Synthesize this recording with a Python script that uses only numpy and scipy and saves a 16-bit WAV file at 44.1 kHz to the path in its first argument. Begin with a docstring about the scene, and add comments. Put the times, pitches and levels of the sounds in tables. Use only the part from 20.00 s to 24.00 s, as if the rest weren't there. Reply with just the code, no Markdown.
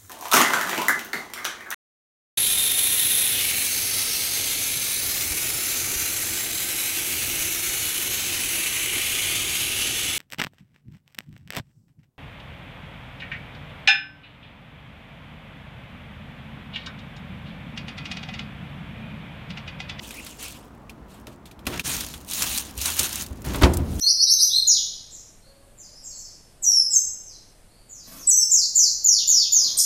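"""Hissy rubbing, squeaks and ticks: a gloved worker picks at the rubber gasket of a pickup's rear window.
The rubber sticks and slips, then lets go with cracks that ring the frame. He shifts across the steel
load bed: cloth and soles drag, grit snaps, the bed rumbles under his weight and one heavy step makes
the panels boom. Outdoors, with a distant town behind."""
import sys
import numpy as np
from scipy import signal
from scipy.fft import rfft, irfft
from scipy.io import wavfile
from scipy.ndimage import uniform_filter1d

SR = 44100
rng = np.random.default_rng(int(sys.argv[2]) if len(sys.argv) > 2 else 0)


def master_out(mix):
    """Clip the mix to full scale and print it as 16-bit PCM to the path in sys.argv[1]."""
    frames = np.transpose(np.atleast_2d(mix))
    ceiling = np.clip(frames, -1, 1)
    pcm = np.round(ceiling * 32767).astype(np.int16)
    wavfile.write(sys.argv[1], SR, pcm)


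N = 176400
TOP_HZ = 15850


def undb(db):
    """Decibels to gain."""
    return 10 ** (np.asarray(db) / 20)


def unit(x):
    """Scale to rms 1."""
    return x / np.sqrt(np.mean(x ** 2))


def clock():
    """Sample times [s]."""
    return np.arange(N) / SR


def log_bins(x):
    """Log frequency of each FFT bin."""
    return np.log(np.maximum(np.fft.rfftfreq(len(x), 1 / SR), 1))


def colour(x, points):
    """Filter by (frequency [Hz], level [dB]) points; rms 1."""
    hz, db = np.array(points).T
    return unit(irfft(rfft(x) * undb(np.interp(log_bins(x), np.log(hz), db)), len(x)))


def bands(x, centres_hz):
    """Split into overlapping bands that sum to x."""
    spectrum, log_hz = rfft(x), log_bins(x)
    return [irfft(spectrum * np.interp(log_hz, np.log(centres_hz), weights), len(x))
            for weights in np.eye(len(centres_hz))]


def soften(x, hz):
    """First-order low-pass."""
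    return signal.sosfilt(signal.butter(1, hz, fs=SR, output="sos"), x)


def fade(t, t60):
    """Exponential decay, 60 dB in t60."""
    return np.exp(-np.log(1000) * np.minimum(t / t60, 10))


def walk(rate_hz):
    """Smooth random wander, rms 1."""
    hold = int(SR / rate_hz)
    stairs = np.repeat(rng.standard_normal(N)[:N // hold + 1], hold)
    return unit(uniform_filter1d(stairs, hold)[:N])


def grains(per_s, spread_db):
    """Tiny slips at random moments: many weak, a few strong."""
    impulses = (rng.random(N) < per_s / SR) * rng.choice([-1, 1], N)
    return impulses * undb(spread_db * np.minimum(rng.exponential(size=N), 2 * np.pi))


def ring(modes, t):
    """Decaying modes of a struck object."""
    return sum(undb(db) * np.sin(2 * np.pi * hz * t) * fade(t, t60) for hz, db, t60 in modes)


def add(out, at_s, x):
    """Mix x in at a time."""
    i = int(at_s * SR)
    out[i:i + len(x)] += x[:N - i]


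def stroke(start_s, rise_s, hold_s, t60):
    """Speed of one slide: builds, holds, dies away."""
    t = clock() - start_s
    return np.clip(t / rise_s, 0, 1) * fade(np.maximum(t - rise_s - hold_s, 0), t60)


def patchy(x, depth_db=2.7):
    """The contact keeps changing, so each treble band swells and shrinks on its own."""
    centres_hz = np.geomspace(1500, 16000, 16)
    return unit(sum(band * undb(depth_db * walk(rate_hz=45)) for band in bands(x, centres_hz)))


def snap(t60, centre_hz):
    """One bit of grit cracks: a short, bright burst with a faint echo."""
    t, hz = clock()[:SR // 8], np.geomspace(100, TOP_HZ, 20)
    hump_db = -20 * np.log10(1 + np.log2(hz / centre_hz) ** 2)
    burst = colour(rng.standard_normal(len(t)), np.c_[hz, hump_db])
    attack = np.minimum(t / (0.08 * t60), 1)
    echo = undb(-21) * fade(t, t60=0.06)
    return burst * attack * (fade(t, t60) + echo)


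def crackles(speed, per_s=75):
    """Fine grit snaps at random, varied in size and pitch; it stands out most in slow slides."""
    out = np.zeros(N)
    for i in rng.integers(N, size=int(per_s * N / SR)):
        size, pitch = np.clip(rng.standard_normal(2), -2, 2)
        gain = speed[i] ** 0.7 * undb(-2.5 + 4 * size)
        add(out, i / SR, gain * snap(t60=0.008, centre_hz=8500 * 2 ** (pitch / 2)))
    return out


def air():
    """Distant town, gently wavering."""
    # town spectrum (frequency [Hz], level [dB])
    spectrum = [(20, -19), (55, 3.5), (100, -7), (240, -1), (420, -10.5), (1000, -12), (2000, -24),
                (4500, -37), (16000, -48)]
    return colour(rng.standard_normal(N), spectrum) * undb(-46.5 + 0.79 * walk(rate_hz=5.5))


def gasket():
    """The glove rubs along the rubber in fine, dense slips, with some crackle."""
    # glove strokes (start [s], rise [s], hold [s], t60 [s], level [dB])
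    rubs = [(.0, 0.035, 0.28, 0.4, -45.5), (0.378, 0.059, 0.012, 0.44, -35.5),
            (1.078, 0.025, 0.036, 0.43, -55), (1.293, 0.023, 0.025, 0.082, -59.5)]
    # friction spectrum (frequency [Hz], level [dB])
    spectrum = [(1900, -10.5), (2740, -1.5), (4930, -9), (6980, -7), (9210, -8.5), (10500, -13),
                (14500, -15.5), (16000, -29)]
    slips = grains(per_s=20000, spread_db=1.5) * undb(1.5 * walk(rate_hz=120))
    speed = np.sqrt(sum((undb(db) * stroke(*shape)) ** 2 for *shape, db in rubs))
    hiss = patchy(colour(slips, [(200, -18), *spectrum]))
    return hiss * speed + undb(-4) * crackles(speed)


def squeaks():
    """The rubber briefly sticks and slips at a rough, wavering pitch."""
    # squeaks (centre [s], half-width [s], pitch [Hz], level [dB])
    events = [(0.049, 0.017, 3180, -43), (0.147, 0.011, 1990, -45), (0.192, 0.022, 2600, -36.5),
              (1.736, 0.017, 2470, -38.5)]
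    waver = 1 + 0.11 * walk(rate_hz=500)
    grip = undb(2.2 * walk(rate_hz=300))
    out = np.zeros(N)
    for at_s, width_s, hz, db in events:
        swell = np.exp(-((clock() - at_s) / width_s) ** 2)
        out += undb(db) * swell * grip * np.sin(2 * np.pi * np.cumsum(hz * waver) / SR)
    return out


def ticks(rise_s=0.0015):
    """The gasket lets go with a short crack that rings the window frame."""
    # gasket releases (time [s], level [dB], t60 [s], relative ring [dB])
    releases = [(.107, -33.5, 0.033, -2.5), (.264, -36.5, 0.082, -17), (0.895, -42, 0.045, 7.5),
                (1.269, -36, 0.014, -4), (1.455, -47.5, 0.15, -10), (1.512, -45, 0.033, -3),
                (1.591, -46, 0.016, -18), (1.654, -42.5, 0.021, -9), (1.667, -25, 0.055, 1.5),
                (1.795, -21, 0.012, 3), (2.138, -32.5, 0.043, -25)]
    # crack spectrum (frequency [Hz], level [dB])
    spectrum = [(300, -12), (1500, -2), (3600, 5), (4500, -0.5), (10500, -4.5), (13000, -3.5), (16000, -14)]
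    # window frame modes (frequency [Hz], level [dB], t60 [s])
    frame_modes = [(2450, 6, 0.018), (2633, 1, 0.025), (3115, -10, 0.02), (4996, -13.5, 0.031)]
    out, t = np.zeros(N), clock()[:SR // 4]
    tail = undb(-9.5) * fade(t, t60=0.12)
    for at_s, db, t60, ring_db in releases:
        crack = colour(rng.standard_normal(len(t)), spectrum) * (fade(t, t60) + tail)
        frame = undb(ring_db) * ring(frame_modes, t)
        add(out, at_s, undb(db) * (crack + frame) * np.minimum(t / rise_s, 1))
    return out


def sheet(t):
    """Crowded modes of sheet steel: the treble dies first, a low wash lingers."""
    # sheet steel bands (centre [Hz], level [dB], t60 [s])
    steel = [(65, -3.5, 0.16), (270, -5.5, 0.42), (540, -10, 0.29), (1010, -6, 0.13), (1860, -11.5, 0.12),
             (3560, -8.5, 0.074), (15800, -24, 0.14)]
    hz, db, t60s = np.array(steel).T
    noise = colour(rng.standard_normal(len(t)), [(28, -48), *zip(hz, db)])
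    early = sum(band * fade(t, t60) for band, t60 in zip(bands(noise, hz), t60s))
    wash = undb(-16.5) * soften(noise, hz=890) * fade(t, t60=0.76)
    return early + wash


def steps(panel_rise_s=0.0018, boom_rise_s=0.0061):
    """Each step clatters and rings the steel panels; the weight behind it makes the whole bed boom."""
    # steps and knocks (time [s], level [dB], contact cut-off [Hz], rise [s], relative boom [dB])
    impacts = [(1.271, -36.5, 900, 0.002, -22), (1.669, -23.5, 795, 0.0019, -13.5),
               (1.723, -32.5, 1500, 0.0059, -28), (2.153, -37.5, 99, 0.0075, -2),
               (2.766, -32, 100, 0.031, 6.5), (2.996, -25.5, 290, 0.0037, -17),
               (3.306, -29.5, 199, 0.003, -3), (3.449, -22, 604, 0.034, -10),
               (3.493, -27.5, 920, 0.004, -14), (3.545, -24, 3870, 0.00079, -32),
               (3.612, -10, 2050, 0.013, -23.5), (3.633, -7.5, 3240, 0.0006, -3.5),
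               (3.785, -16, 222, 0.013, -13.5)]
    # bed panel modes (frequency [Hz], level [dB], t60 [s])
    panel_modes = [(131.7, -17.5, 0.72), (190.2, -18.5, 0.35), (267.4, -3, 0.12), (349.7, -12.5, 0.67),
                   (376, -16, 0.34), (446.5, -20, 0.4), (605, -11.5, 0.17), (940, -18, .24),
                   (1153, -17, 0.11), (1470, -17, .16)]
    # lowest modes of the whole bed (frequency [Hz], level [dB], t60 [s])
    boom_modes = [(68.4, 10, 0.14), (81.7, -12, 2.55)]
    out, t = np.zeros(N), clock()[:SR]
    boom = undb(2) * ring(boom_modes, t) * (1 - np.exp(-t / boom_rise_s))
    for at_s, db, cut_hz, rise_s, boom_db in impacts:
        # each spot rings differently
        modes = [(hz, mode_db + 2 * rng.standard_normal(), t60) for hz, mode_db, t60 in panel_modes]
        panels = undb(-0.5) * ring(modes, t) * (1 - np.exp(-t / panel_rise_s))
        blow = sheet(t) - panels + undb(boom_db) * boom
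        add(out, at_s, undb(db) * soften(blow * np.minimum(t / rise_s, 1), cut_hz))
    return out


def rumble():
    """The bed flexes and rumbles as the weight moves."""
    # rumble envelope (time [s], level [dB])
    envelope = [(1.6, -52.5), (1.7, -38.5), (1.95, -38.5), (2.3, -51), (2.45, -39), (2.7, -48.5),
                (3.4, -42), (3.48, -29)]
    # rumble spectrum (frequency [Hz], level [dB])
    spectrum = [(25, -25.5), (65, -4), (88, -9.5), (260, -15.5), (900, -38.5), (3000, -55)]
    times_s, db = np.array(envelope).T
    return colour(rng.standard_normal(N), spectrum) * undb(np.interp(clock(), times_s, db))


def drag():
    """Cloth and soles slide over the gritty bed, hissing and crackling; pressure adds a lower scrape."""
    # slides (start [s], rise [s], hold [s], t60 [s], level [dB], relative scrape [dB])
    slides = [(1.664, 0.011, 0.13, 0.044, -48, 4.5), (1.72, .008, 0.014, 0.34, -51, 15),
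              (1.824, 0.04, 0.087, 0.63, -29.5, -8), (2.262, 0.11, 0.21, 0.2, -28.5, -13.5),
              (2.402, 0.02, 0.011, 0.28, -33, 0), (2.575, .02, 0.098, 0.42, -47.5, -4),
              (2.756, 0.071, 0.075, 0.74, -30, -15), (2.845, 0.0086, 0.048, 0.15, -32, -3),
              (2.948, 0.045, 0.038, 0.48, -27.5, -8), (3.089, 0.061, 0.067, 0.17, -34, -8),
              (3.23, 0.0095, 0.2, 0.046, -66.5, 6), (3.442, 0.002, 0.12, 1, -45, 4),
              (3.834, 0.12, 0.13, 0.23, -45.5, -15)]
    # hiss spectrum (frequency [Hz], level [dB])
    hiss_spectrum = [(1290, -57), (2200, -13.5), (2620, -3.5), (4030, -1), (4880, -5.5), (6800, 2),
                     (7840, -6), (9600, 1.5), (10400, -10), (11300, -2.5), (15800, -8)]
    # scrape spectrum (frequency [Hz], level [dB])
    scrape_spectrum = [(100, -24), (270, -0.5), (450, -7.5), (800, -0.5), (1700, 0.5), (5000, -11.5)]
    slips = grains(per_s=12000, spread_db=2.4) * undb(1.2 * walk(rate_hz=150))
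    power = np.array([(undb(db) * stroke(*shape)) ** 2 for *shape, db, _ in slides])
    pressure = undb([scrape_db for *_, scrape_db in slides]) ** 2
    speed = np.sqrt(sum(power))
    hiss = patchy(colour(slips, [(100, -40), *hiss_spectrum]))
    scrape = colour(slips, [*scrape_spectrum, (16000, -35)])
    return hiss * speed + crackles(speed) + scrape * np.sqrt(pressure @ power)


def snaps():
    """Larger bits of grit crack underfoot, one by one."""
    # grit snaps (time [s], level [dB], t60 [s], centre [Hz])
    grit = [(2.005, -20, 0.046, 6160), (2.311, -18.5, 0.012, 7110), (2.334, -15.5, 0.014, 6300),
            (2.42, -13, .035, 6160), (2.583, -13.5, 0.011, 6450), (2.777, -21.5, 0.014, 8000),
            (2.814, -15.5, 0.02, 6900), (2.856, -13.5, 0.034, 6100), (2.991, -8, 0.038, 6900),
            (3.031, -12.5, 0.013, 8000), (3.129, -18, 0.013, 6950), (3.157, -14.5, 0.0073, 7450),
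            (3.222, -18, 0.0081, 9900), (3.263, -26.5, .014, 6550), (3.419, -33.5, .012, 9000),
            (3.447, -32, 0.034, 12000), (3.558, -22, .02, 12000), (3.621, -15.5, .012, 13000),
            (3.734, -23, 0.052, 7300), (3.77, -17.5, .018, 10600), (3.994, -22.5, 0.057, 6700)]
    out = np.zeros(N)
    for at_s, db, t60, centre_hz in grit:
        add(out, at_s, undb(db) * snap(t60, centre_hz))
    return out


def scene():
    """All sources in mono; the level dips briefly once."""
    dip_s, dip_width_s, dip_db = 1.832, 0.012, -17
    dip = undb(dip_db * np.exp(-((clock() - dip_s) / dip_width_s) ** 2))
    mix = gasket() + squeaks() + ticks() + drag() + snaps() + steps() + rumble() + air()
    return (dip * mix)[None]


def record(dry):
    """Round the highest peaks and cut the top treble."""
    rounded = dry / (1 + dry ** 6) ** (1 / 6)
    return signal.sosfilt(signal.ellip(10, 0.2, 80, TOP_HZ, fs=SR, output="sos"), rounded)


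dry = scene()
out = record(dry)
master_out(out)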